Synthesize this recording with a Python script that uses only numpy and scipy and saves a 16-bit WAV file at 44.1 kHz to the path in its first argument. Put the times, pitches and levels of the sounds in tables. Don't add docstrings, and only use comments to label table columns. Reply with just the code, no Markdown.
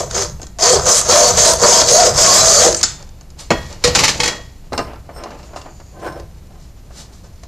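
import sys
import numpy as np
from scipy import signal
from scipy.fft import rfft, irfft
from scipy.io import wavfile
from scipy.ndimage import uniform_filter1d, minimum_filter1d, map_coordinates

SR = 44100
rng = np.random.default_rng(int(sys.argv[2]) if len(sys.argv) > 2 else 0)


def bounce(signal):
    frames = np.transpose(np.atleast_2d(signal))
    limited = np.clip(frames, -1, 1)
    pcm = np.round(limited * 32767).astype(np.int16)
    wavfile.write(sys.argv[1], SR, pcm)


def gain_from_db(level_db):
    decades = np.asarray(level_db, float) / 20
    return 10 ** decades


N = 329427

# start in seconds, length in seconds, then levels in dB of
STROKES = [(-.05, 0.042, -19.5, -24.5, -13), (0.164, 0.067, -22, -20, -19.5), (.42, 0.026, -44, -56, -74),
           (0.64, 0.11, -11.5, -10, -7.5), (0.886, 0.1, -9, -13.5, -9.5), (1.11, 0.18, -12.5, -10.5, -7),
           (1.388, 0.11, -10.5, -11, -10.5), (1.634, 0.17, -11, -13, -10), (1.891, .175, -11.5, -14, -8),
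           (2.19, 0.22, -11, -10.5, -12), (2.46, 0.19, -9, -11, -13), (2.706, 0.058, -25, -33, -19.5)]
# teeth per second at the top of the arch,
# evenness of the bite 0-1, lateness of the arch in seconds.
TRAVEL = [(580, .5, 0), (400, .6, 0), (330, .3, 0), (510, .8, .005), (610, .3, .03), (660, .35, -.02),
          (655, .35, .055), (710, .2, .03), (725, .85, .025), (650, .15, 0), (700, .45, .07), (420, .4, 0)]
# sag in dB of upper blade, lower blade, vise;
# level in dB of the upper vise modes.
LEAN = [(-0.5, -2.5, 0, 0), (1, 2, 2, 3.5), (3, 1, 0, 17), (4, 3, 1, 1.5), (2, 3, 7, 1.5),
        (-1.5, 4, 3, 2.5), (-2, -1, -5, 2), (-1.5, -5, -1, 6), (2, -2, 1.5, -2), (-1.5, -2, -1.5, 3.5),
        (-1, -1.5, -4, 1), (3.5, 15, 15.5, -9.5)]
# vise start in Hz, vise end in Hz,
# lower blade start in Hz, lower blade end in Hz.
FOCUS = [(600, 410, 4700, 9500), (443, 440, 6100, 4300), (600, 520, 7000, 9100), (780, 640, 4500, 4370),
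         (523, 800, 5900, 3800), (600, 630, 4500, 4400), (528, 420, 4500, 4100), (520, 690, 4700, 4940),
         (597, 440, 4000, 5000), (650, 720, 5150, 4100), (660, 420, 5000, 4300), (500, 330, 4000, 4800)]
# start in Hz, end in Hz.
UPPER_FOCUS_HZ = [(6500, 7100), (6550, 6500), (6460, 5500), (6500, 7300), (6400, 7800), (6140, 6500),
                  (6300, 8000), (6300, 6600), (6700, 7000), (7000, 7000), (6850, 6700), (6600, 5700)]
UPPER_VISE_HZ = [980, 950, 1000, 990, 1030, 1030, 950, 950, 1000, 1000, 1210, 1000]
# start in seconds, length in seconds,
# pitch in Hz, level in dB.
CATCHES = [(0.64, .025, 710, -17.5), (.66, 0.015, 990, -20.5), (0.728, 0.033, 393, -21),
           (0.863, .04, 510, -23), (1.14, .09, 600, -15.5), (1.174, .03, 690, -14),
           (1.275, 0.027, 700, -20), (1.24, 0.037, 497, -20), (1.489, 0.024, 650, -16),
           (1.725, 0.031, 722, -17), (1.715, 0.085, 950, -20), (1.813, 0.022, 616, -22),
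           (2.02, 0.021, 650, -13), (2.047, .02, 500, -17), (2.283, 0.02, 1085, -15.5),
           (2.27, 0.023, 654, -31), (2.43, 0.066, 652, -16), (2.524, 0.039, 590, -20),
           (2.61, 0.05, 605, -16), (2.641, 0.031, 760, -17.5), (2.668, 0.021, 652, -20.5),
           (2.64, 0.021, 495, -17), (2.697, 0.038, 370, -26)]
# pitch in Hz, width in Hz, level in dB.
VISE_MODES = [(370, 47, -7), (495.4, 35, 2.5), (604, 23.6, 1.5), (652, 54, 0), (739, 72, -7.5),
              (936, 44, -2.5), (1085, 66, -0.5), (1223, 160, 0.5)]
# pitch in Hz, width in Hz, level in dB.
UPPER_BLADE = [(5820, 180, -7), (6090, 93, -2.5), (6493, 253, 1), (7440, 770, -6), (8410, 1600, -10.5),
               (11550, 500, -14.5)]
# pitch in Hz, width in Hz, level in dB.
LOWER_BLADE = [(1853, 6.1, -6), (3247, 110, -10), (4060, 57, -6), (4550, 205, -6.5), (5130, 290, -3)]
# frequency in Hz, density in dB per Hz.
TEARING = [(59, -36.5), (100, -15.5), (208, -5), (279, -16.5), (502, -13.5), (703, -3.5), (2800, -21),
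           (4640, -14.5), (5600, -6), (6620, -0.5), (9460, -18.5), (13800, -32), (15600, -42.5)]

# time in seconds, peak in dB, thud
# in dB, ring in dB.
TICKS = [(0.1105, -6.5, -36.5, -37), (0.395, -39, -33.5, -24), (0.4174, -26, -32, -4),
         (0.4304, -21.5, -32.5, -8), (0.4678, -21.5, -44, -15), (0.5864, -14, -52.5, -30),
         (0.5906, -39, -32, -26), (1.8152, 8, -15, -35), (1.886, 10.5, -30, -18), (2.147, -8, -21.5, -8),
         (2.372, -1, -16.5, -25.5), (2.482, 9, -30, -20.5), (2.7262, -4, -29, -17), (2.7457, 0, -32, -20.5),
         (2.7686, -28, -43, -20), (2.812, -3, -27, -24), (2.8305, 9, -43, -11.5), (2.8335, -5, -27, -16),
         (2.8374, 6, -28, -8), (3.0255, -22, -37, -20), (3.0904, -29.5, -47, -28),
         (3.2101, -32, -39.5, -10.5), (3.3034, -32, -49, -10), (3.5062, -8, -25, -36),
         (3.7259, -17, -35, -39), (4.1965, -16, -34, -17)]
# pitch in Hz, level in dB, time to fall 60 dB in seconds.
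BLADE_TINKS = [(4600, -6, .02), (5200, -3, .025), (6600, 0, .03), (7300, -3, .03)]
# frequency in Hz, density in dB per Hz.
TOOTH_CLICK = [(300, -39), (900, -8), (1400, 0.5), (2670, -11.5), (4400, 4.5), (7140, 2), (13600, -36),
               (15000, -50)]
# time in seconds, slips per second, level in dB.
SQUEAL = [
    (2.763, 680, -45),
    (2.768, 682, -19),
    (2.779, 686, -24),
    (2.8, 690, -28),
    (2.814, 694, -45),
]

# time in seconds, peak in dB, thud in dB, ring in dB.
SAW_HITS = [(3.5050, -10, -5.5, 2), (3.8394, 5, -24, -24), (3.8743, -7.5, -16.5, -32),
            (3.9494, 5.5, -15.5, -40), (3.9894, -1.5, -35, -5), (4.0365, 4.5, -37, -13),
            (4.0800, -5, -43, -3), (4.0895, -6, -23, -31), (4.2019, -4.5, -29, -2.5),
            (4.2330, -2.5, -28, -11.5), (4.2567, -8, -44, -26), (4.2776, -6, -24, -9)]
# pitch in Hz, level in dB, time to fall 60 dB in seconds.
FRAME = [(900, -8, .06), (1120, -12, .06), (2200, -4, .04), (2550, -5, .045), (3130, -6, .04),
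         (4250, -6, .035), (4750, -8, .035), (5300, -8, .04), (6750, -9, .05)]
# pitch in Hz, level in dB, time to fall 60 dB in seconds.
BENCH_UNDER_SAW = [(620, -6, .05), (880, -6, .06)]
# frequency in Hz, density in dB per Hz.
CRACK = [(470, -56), (800, 3), (1550, 2.5), (2210, 7), (3490, 2.5), (4090, 8.5), (6600, 5.5),
         (12200, -18.5), (14300, -25.5), (15500, -41)]
# frequency in Hz, density in dB per Hz.
THUD = [(60, -21), (150, 2.5), (400, 2), (720, 2.5), (1300, -6), (1900, -12), (3000, -14), (6000, -48)]

# time in seconds, then levels in dB of bow, bench boom, free blade, frame.
PEALS = [
    (0.111, -38, -60, -60, -47),
    (.42, -47, -63, -57, -60),
    (2.836, -33, -57, -27, -60),
    (3.505, -20.5, -30, -59, -27.5),
    (3.846, -24.5, -10, -35.5, -27),
    (3.95, -34, -39.5, -33, -34),
    (4.202, -20, -23, -42, -41),
    (4.26, -21, -22.5, -41, -28),
]
# pitch in Hz, level in dB, time to fall 60 dB in seconds.
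BOW = [(1858, -5.5, 0.63), (1800, -14, .4), (3350, -13.5, .45), (3310, -7, .4)]
# pitch in Hz, level in dB, time to fall 60 dB in seconds.
BOOM = [(489, 3, .3), (523, -17, 0.32), (590, -9.5, .15)]
# pitch in Hz, level in dB, time to fall 60 dB in seconds.
FREE_BLADE = [(3590, -9, 0.57), (3270, -6, .15), (4700, -25, .35), (6400, -5, 0.15), (6700, -7, .22),
              (7540, 3, 0.24), (7100, 16, 0.12), (7900, 2, 0.24)]
# pitch in Hz, level in dB, time to fall 60 dB in seconds.
FRAME_RING = [(1123, -2, 0.42), (1913, 5, 0.32), (2650, -14, 0.33), (4330, -5, .18), (5220, -16, .2),
              (6300, -15, .35), (7100, -22, .28)]

# time in seconds, peak in dB, thud in dB, ring in dB.
HANDLE_HITS = [(4.7225, -31, -23, 1), (4.7305, -15, -24, -6), (4.778, -9, -21.5, 0), (4.7895, -17, -19, -6),
               (4.846, -37, -48, -10), (4.868, -37, -46, -10), (4.934, -36, -33, -4), (4.958, -40, -42, -4),
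               (5.0914, -51, -33, -24), (5.1616, -38, -33.5, -23), (5.181, -42, -39, 7),
               (5.205, -42, -36, -3), (5.237, -21, -36, -3), (5.258, -40, -29, 3), (5.3055, -30.5, -33, -5),
               (5.4304, -35.5, -45, 2), (5.5344, -50, -34, 10), (5.5613, -30.5, -30, 4),
               (5.6155, -27, -49, -4), (5.6594, -37, -34, -20), (5.799, -37, -39, -8),
               (5.9934, -58, -43, 6), (6.0258, -53, -31, 2), (6.0694, -28, -28, -45),
               (6.124, -31, -39, -38), (6.1665, -50, -40, -10), (6.1975, -26.5, -43, -25),
               (6.5047, -45, -51, -9), (6.9058, -49, -43.5, -9), (7.1312, -54, -53.5, -18),
               (7.2384, -46.5, -45, -16.5), (7.434, -25.5, -43.5, -28.5)]
# pitch in Hz, level in dB, time to fall 60 dB in seconds.
HANDLE = [(1027, -7, 0.07), (1240, -18, 0.14), (2770, -15.5, 0.098), (4100, -11, .035), (3550, -18, 0.052),
          (4750, -8, 0.027), (5360, -16.5, 0.083), (7550, -45.5, 0.048), (9160, -43, .15)]
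# pitch in Hz, level in dB, time to fall 60 dB in seconds.
BENCH_UNDER_VISE = [(565, -5.5, 0.042), (694, 8, 0.031), (717, -7, 0.081), (1068, -8.5, 0.062),
                    (1280, -19, 0.046)]
# frequency in Hz, density in dB per Hz.
KNOCK = [(60, -28), (250, 2), (700, 3.5), (1400, -3), (2100, -11.5), (5000, -43.5)]
# start in seconds, length in seconds, level in dB,
# favoured pitch in Hz.
CREAKS = [(4.76, .01, -49, 750), (4.785, 0.013, -43, 760), (5.098, .03, -50, 560), (5.235, 0.023, -38, 750),
          (5.573, .04, -43, 746), (5.97, .03, -38, 750), (6.023, 0.046, -40, 780),
          (6.065, 0.015, -23, 1470), (6.159, 0.037, -32.5, 570), (6.526, 0.034, -49, 750),
          (7.247, 0.022, -51, 746)]
# pitch in Hz, width in Hz, level in dB.
VISE_BODY = [(328, 41, 6.5), (560, 200, -2), (760, 31, 2), (1034, 29, 2), (1320, 96, -14.5),
             (1530, 120, -9)]

# start in seconds, length in seconds, level in dB.
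SHIFTS = [(2.99, 0.015, -46.5), (3.4, 0.028, -54), (3.7, 0.02, -40), (4.0, 0.045, -22.5),
          (4.2, 0.13, -29.5), (4.88, 0.024, -36), (5.2, 0.14, -38.5), (5.4, 0.29, -46), (6.05, 0.027, -43),
          (6.52, 0.068, -65), (6.95, 0.16, -60)]
# start in seconds, length in seconds, level in dB.
CHATTERS = [
    (2.8, 0.059, -26),
    (3.56, 0.17, -37.5),
    (3.88, 0.036, -26),
    (4.0, 0.065, -11),
    (4.22, 0.064, -22.5),
    (5.3, 0.082, -51),
    (6.85, 0.055, -69),
    (7.42, .05, -53),
]
# start in seconds, length in seconds, level in dB.
RUBS = [
    (4.75, 0.004, -37),
    (4.81, 0.018, -41),
    (5.152, 0.039, -42),
    (6.035, 0.061, -45),
    (6.125, .03, -52),
]
# pitch in Hz, width in Hz, level in dB.
BORE = [(5340, 22, 0), (8450, 60, -10), (9000, 70, -14), (12280, 90, -17)]
# start in seconds, length in seconds,
# level in dB.
SLIDES = [
    (3.393, 0.018, -27),
    (5.39, .01, -51),
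    (5.566, .005, -33.5),
    (6.0, .005, -43),
    (7.13, 0.0091, -42),
    (7.244, .005, -45.5),
]
# start in seconds, length in seconds, level in dB.
WIPES = [
    (3.675, 0.03, -40),
    (5.455, .01, -44.5),
    (6.61, .04, -47),
    (6.98, 0.028, -31),
    (7.18, .04, -53),
]
# frequency in Hz, density in dB per Hz.
SLIDE = [(880, 3.5), (1500, 0.5), (2670, -1), (4160, 6.5), (7140, 5), (13600, -17), (14600, -29),
         (15000, -58)]
# time in seconds, level in dB.
SCREW = [
    (5.35, -75),
    (5.45, -54),
    (5.7, -52),
    (5.95, -54),
    (6.02, -75),
]

# start in seconds, length in seconds, level in dB.
JOLTS = [
    (0, 0.32, -30.5),
    (.76, 0.044, -24),
    (1.1, 0.022, -30),
    (1.33, 0.028, -20.5),
    (1.55, 0.14, -28.5),
    (1.84, 0.031, -26.5),
    (2.14, 0.024, -20.5),
    (2.44, 0.018, -22),
    (2.62, 0.099, -28),
    (6.1, 0.071, -40),
]
# start in seconds, length in seconds, level in dB.
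KICKS = [
    (3.51, 0.068, -27),
    (3.845, 0.19, -23),
    (4.2, 0.035, -33),
    (4.73, 0.078, -31),
]
# frequency in Hz, density in dB per Hz.
SHAKE = [(20, -13.5), (45, 5.5), (95, 6.5), (190, -1), (300, -37)]
# frequency in Hz, density in dB per Hz.
FLOOR = [(12, -26.5), (20, -0.5), (38, -17), (59, -4.5), (82, -18.5), (211, -26), (1590, -48), (4950, -55),
         (6360, -52.5), (10800, -56.5), (13800, -54.5), (15000, -69)]
# frequency in Hz, side minus mid in dB.
WIDTH = [(60, -38), (700, -50), (3800, -56), (4600, -30), (5500, -11), (7000, -7), (9000, -4), (13800, -3),
         (14500, -30)]

SLOW_TEETH_PER_S, RUN_UP_S, ARCH_POWER = 300, 0.032, .9
LIFT_S, SET_DOWN_S = .5, .588
IDLE_DB = -57.5
TOP_HZ = 14350


def rms_one(x):
    return x / np.sqrt(np.mean(x ** 2) + 1e-20)


def in_time(rows, outside=None):
    s, *columns = np.transpose(rows)
    return [np.interp(np.arange(N) / SR, s, c, outside, outside) for c in columns]


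def colour(x, points):
    size = 8192
    hz, level_db = np.transpose(points)
    log_hz = np.log(np.maximum(np.fft.rfftfreq(size, 1 / SR), 1))
    cepstrum = irfft(np.log(gain_from_db(np.interp(log_hz, np.log(hz), level_db))))
    cepstrum[1:size // 2] *= 2
    cepstrum[size // 2 + 1:] = 0
    return signal.oaconvolve(x, irfft(np.exp(rfft(cepstrum))))[:N]


def band(x, low_hz, high_hz):
    return signal.sosfilt(signal.butter(2, [low_hz, high_hz], "band", fs=SR, output="sos"), x)


def drift(rate_hz):
    knots = rng.standard_normal(4000)
    t = np.arange(0, N + 32, 32) / SR
    return np.interp(np.arange(N) / SR, t, map_coordinates(knots, [t * rate_hz * 2], order=3))


def resonate(x, peaks, wander_db=0, focus_hz=None, db_per_oct=0):
    out = 0
    for k, (hz, width, level_db) in enumerate(peaks):
        off_db = 0
        if focus_hz is not None:
            off_db = np.minimum(db_per_oct * np.abs(np.log2(hz / focus_hz)), 9.0)
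        gain = (-1) ** k * gain_from_db(level_db + wander_db * drift(11.0) - off_db)
        r = np.exp(-np.pi * max(width, 3) / SR)
        b = [(1 - r * r) / 2, 0, (r * r - 1) / 2]
        a = [1, -2 * r * np.cos(2 * np.pi * hz / SR), r * r]
        out = out + signal.lfilter(b, a, gain * x)
    return out


def grains(per_s, spread_db):
    sizes = gain_from_db(spread_db * np.minimum(rng.exponential(1, N), 5)) * rng.choice([-1, 1], N)
    return rms_one(sizes * (rng.random(N) < per_s / SR))


def steady(x, over_s):
    return x / np.sqrt(uniform_filter1d(x ** 2, int(over_s * SR)) + 0.064 * np.mean(x ** 2))


def swells(rows, rise_db_per_s, fall_db_per_s, sag_db=0):
    t = np.arange(0, N + 32, 32) / SR
    s, length, level_db = np.transpose(rows)[:, :, None]
    length = np.maximum(length, 1e-3)
    loss_db = rise_db_per_s * np.maximum(s - t, 0)
    loss_db = loss_db + fall_db_per_s * np.maximum(t - s - length, 0)
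    loss_db = loss_db + sag_db * np.clip((t - s) / length, 0, 1)
    power = np.sum(gain_from_db(np.maximum(level_db - loss_db, -150)) ** 2, axis=0)
    return np.interp(np.arange(N) / SR, t, np.sqrt(power))


def impulses(s, level_db):
    clicks = np.zeros(N)
    clicks[np.round(s * SR).astype(int)] = gain_from_db(level_db)
    return clicks + 1e-18


def ring(clicks, hz, t60):
    r, w = gain_from_db(-60 / (t60 * SR)), 2 * np.pi * hz / SR
    return signal.lfilter([0, np.sin(w)], [1, -2 * r * np.cos(w), r * r], clicks)


def air():
    rumble = rms_one(colour(rng.standard_normal(N), SHAKE))
    hiss = rms_one(colour(rng.standard_normal(N), FLOOR))
    jolts = swells(JOLTS, 151, 78.5)
    kicks = swells(KICKS, 2500, 87)
    still = gain_from_db(-40.5)
    return gain_from_db(-37.5) * hiss + gain_from_db(-2.5) * (jolts + kicks + still) * rumble


def blade_travel():
    t = np.arange(N) / SR
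    per_s, even = np.full(N, float(SLOW_TEETH_PER_S)), np.zeros(N)
    for (s, length, *_), (top_per_s, top_even, late_s) in zip(STROKES, TRAVEL):
        along = np.clip((t - s - late_s + RUN_UP_S) / (length + 2 * RUN_UP_S), 0, 1)
        arch = np.sin(np.pi * along) ** ARCH_POWER
        per_s = np.maximum(per_s, SLOW_TEETH_PER_S + (top_per_s - SLOW_TEETH_PER_S) * arch)
        even = np.maximum(even, top_even * arch)
    return per_s, np.clip(even, 0, 1)


def along_strokes(start, end):
    s, length = np.transpose(STROKES)[:2]
    ones = np.ones(len(s))
    times = np.ravel([s, s + length], "F")
    return np.interp(np.arange(N) / SR, times, np.ravel([start * ones, end * ones], "F"))


def vise_shake(tearing, travel, even):
    vise_from, vise_to, *_ = np.transpose(FOCUS)
    upper_db = np.transpose(LEAN)[3]
    low_modes = resonate(tearing, VISE_MODES[:5], 1.76, along_strokes(vise_from, vise_to), 7.5)
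    high_modes = resonate(tearing, VISE_MODES[5:], 1.7, along_strokes(UPPER_VISE_HZ, UPPER_VISE_HZ), 23.0)
    high_gain = gain_from_db(along_strokes(upper_db, upper_db) - 7.0)
    rattle = rms_one(low_modes + high_gain * high_modes)
    rattle = rattle + 0.5 * rms_one(band(colour(tearing, TEARING), 110, 1930))
    groan = np.sin(2 * np.pi * travel) + .2 * np.sin(4 * np.pi * travel)
    groan = groan * gain_from_db(2.0 * drift(30))
    groan = 0.7 * groan + 1.2 * resonate(groan, VISE_MODES)
    return 1.5 * even * groan + np.sqrt(1.05 - even ** 2) * steady(rattle, .05)


def blade_ring(tearing, bite):
    lower_from, lower_to = np.transpose(FOCUS)[2:]
    rasp = rms_one(colour(grains(10000, 2.8) * bite * gain_from_db(2.0 * drift(120)), TEARING))
    upper_focus = along_strokes(*np.transpose(UPPER_FOCUS_HZ))
    upper = rms_one(resonate(tearing, UPPER_BLADE, 2.5, upper_focus, 24))
    upper = upper + .85 * band(rasp, 4200, TOP_HZ + 2000)
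    lower = rms_one(resonate(tearing, LOWER_BLADE, 3.0, along_strokes(lower_from, lower_to), 43.5))
    lower = lower + 2.13 * band(rasp, 1470, 4300)
    return steady(upper, 0.33), steady(lower, 0.045)


def sawing():
    s, length, upper_db, lower_db, vise_db = np.transpose(STROKES)
    upper_sag, lower_sag, vise_sag, _ = np.transpose(LEAN)

    def pressure(hold_s, level_db, sag_db):
        return swells(np.transpose([s, hold_s, level_db]), 360, 293.5, 1 + sag_db[:, None])

    on_upper = pressure(length, upper_db, upper_sag)
    on_lower = pressure(length, lower_db, lower_sag)
    on_vise = pressure(length + 0.017, vise_db, vise_sag)
    per_s, even = blade_travel()
    travel = np.cumsum(per_s * (1 + 0.041 * (1.1 - even) * drift(60))) / SR
    bite = 1 + 0.58 * np.cos(2 * np.pi * travel)
    tearing = grains(5500, 3.8) * bite * gain_from_db(2.0 * drift(60) + 2.0 * drift(170))
    vise = vise_shake(tearing, travel, even)
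    upper, lower = blade_ring(tearing, bite)
    t = np.arange(N) / SR
    touching = np.abs(t - (LIFT_S + SET_DOWN_S) / 2) > (SET_DOWN_S - LIFT_S) / 2
    vise_swing = gain_from_db(3 * drift(7.013) - 3.0)
    return touching * (on_vise * vise_swing * vise + on_upper * gain_from_db(0.5) * upper - on_lower * gain_from_db(-1.0) * lower)


def blows(hits, modes, bench, crack, thud, crack_t60, thud_t60):
    s, peak_db, thud_db, ring_db = np.transpose(hits)

    def burst(level_db, t60, rise_s):
        r, q = gain_from_db(-60 / (t60 * SR)), np.exp(-1 / (rise_s * SR))
        return signal.lfilter([1 - q], np.convolve([1, -r], [1, -q]), impulses(s, level_db))

    out = burst(peak_db - 9, crack_t60, .0006) * rms_one(colour(grains(14000, 1.5), crack))
    out += burst(thud_db + 2, thud_t60, .002) * rms_one(colour(grains(6000, 2.0), thud))
    strength_db = 2.5 * rng.standard_normal((len(s), len(modes) + len(bench)))
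    for k, (hz, level_db, t60) in enumerate(modes + bench):
        blow_db = peak_db + ring_db if k < len(modes) else thud_db - 4.5
        out += ring(impulses(s, blow_db + level_db + strength_db[:, k]), hz, t60)
    return out


def peals():
    s, *blows_db = np.transpose(PEALS)
    out = 0
    for modes, blow_db in zip((BOW, BOOM, FREE_BLADE, FRAME_RING), blows_db):
        clicks = impulses(s, blow_db)
        for hz, level_db, t60 in modes:
            out = out + gain_from_db(level_db) * ring(clicks, hz, t60)
    return out


def catches():
    out, t = 0, np.arange(N) / SR
    for s, length, hz, level_db in CATCHES:
        wobble = np.cumsum(13.8 * drift(40)) / SR
        tone = np.sqrt(2) * np.sin(2 * np.pi * (hz * t + wobble))
        out = out + swells([(s, length, level_db)], 508, 405) * tone
    return out


def squeal():
    per_s, _ = in_time(SQUEAL)
    _, level_db = in_time(SQUEAL, -120)
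    slips = np.diff(np.floor(np.cumsum(per_s) / SR), prepend=0)
    return gain_from_db(level_db) * rms_one(band(band(slips, 5800, 8600), 5800, 8600))


def handling():
    bench = rms_one(colour(grains(3000, 2.5) * gain_from_db(2.0 * drift(41)), THUD))
    bench *= swells(SHIFTS, 152, 204) + gain_from_db(IDLE_DB)
    contacts = grains(7600, 1.2) * gain_from_db(2.0 * drift(36))
    chatter = rms_one(colour(contacts, CRACK)) + 0.26 * rms_one(resonate(contacts, UPPER_BLADE))
    chatter *= swells(CHATTERS, 243, 152) + gain_from_db(IDLE_DB + 5.5)
    rub = swells(RUBS, 900, 520) * rms_one(resonate(grains(9000, 1.0), BORE, wander_db=1.5))
    slides = swells(SLIDES, 1493, 279) + swells(WIPES, 300, 248)
    slides = slides * rms_one(colour(grains(21700, 1.6), SLIDE))
    thread = rms_one(resonate(grains(9000, 2.0), [(6850, 300, 0), (4600, 300, -6)]))
    screw = gain_from_db(in_time(SCREW, -90)[0] - 2) * thread
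    return screw + bench + gain_from_db(-7.0) * chatter + gain_from_db(-1.5) * rub + gain_from_db(-6.5) * slides


def creaks():
    rows = np.array(CREAKS)
    focus_hz = np.interp(np.arange(N) / SR, rows[:, 0] + rows[:, 1] / 2, rows[:, 3])
    body = resonate(grains(1500, 1.9), VISE_BODY, 1.5, focus_hz, 7)
    return swells(rows[:, :3], 311, 303) * steady(body, 0.13)


def garage(x):
    t60_s = 0.38
    t = np.arange(SR // 2) / SR
    tail = 0
    for low, high, share in [(139, 1580, 1.0), (1552, 8050, 0.83), (7630, 8000, 0.75)]:
        tail = tail + band(rng.standard_normal(len(t)), low, high) * gain_from_db(-60 * t / (t60_s * share))
    tail *= np.minimum(t / 0.0047, 1)
    return gain_from_db(-13.5) * signal.oaconvolve(x, tail / np.sqrt(np.sum(tail ** 2)))[:N]


def scene():
    near = sawing() + peals() + catches() + squeal() + handling() + creaks()
    near += blows(TICKS, BLADE_TINKS, [], TOOTH_CLICK, THUD, crack_t60=.018, thud_t60=.05)
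    near += blows(SAW_HITS, FRAME, BENCH_UNDER_SAW, CRACK, THUD, crack_t60=0.11, thud_t60=0.11)
    near += blows(HANDLE_HITS, HANDLE, BENCH_UNDER_VISE, CRACK, KNOCK, crack_t60=.035, thud_t60=.11)
    return np.tile(near + garage(near) + air(), (2, 1))


def top_cut(x):
    return signal.sosfilt(signal.butter(12, 15600, fs=SR, output="sos"), x)


def record(dry):
    side = colour(dry[0] * drift(110), WIDTH)
    pair = np.array([dry[0] + side, dry[0] - side])
    ceiling, reach = 1.094, int(0.0015 * SR)
    gain = ceiling / np.maximum(np.abs(pair).max(axis=0), ceiling)
    held = pair * uniform_filter1d(minimum_filter1d(gain, reach), reach)
    cut = signal.sosfiltfilt(signal.ellip(8, .3, 70, TOP_HZ, fs=SR, output="sos"), held)
    loud = uniform_filter1d(dry[0] ** 2, 1024) > gain_from_db(-22)
    patches = uniform_filter1d(1.0 * (loud & (drift(7) > .3)), 512)
    return top_cut(cut + gain_from_db(-5.0) * patches * (held - cut))


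dry = scene()
out = record(dry)
bounce(out)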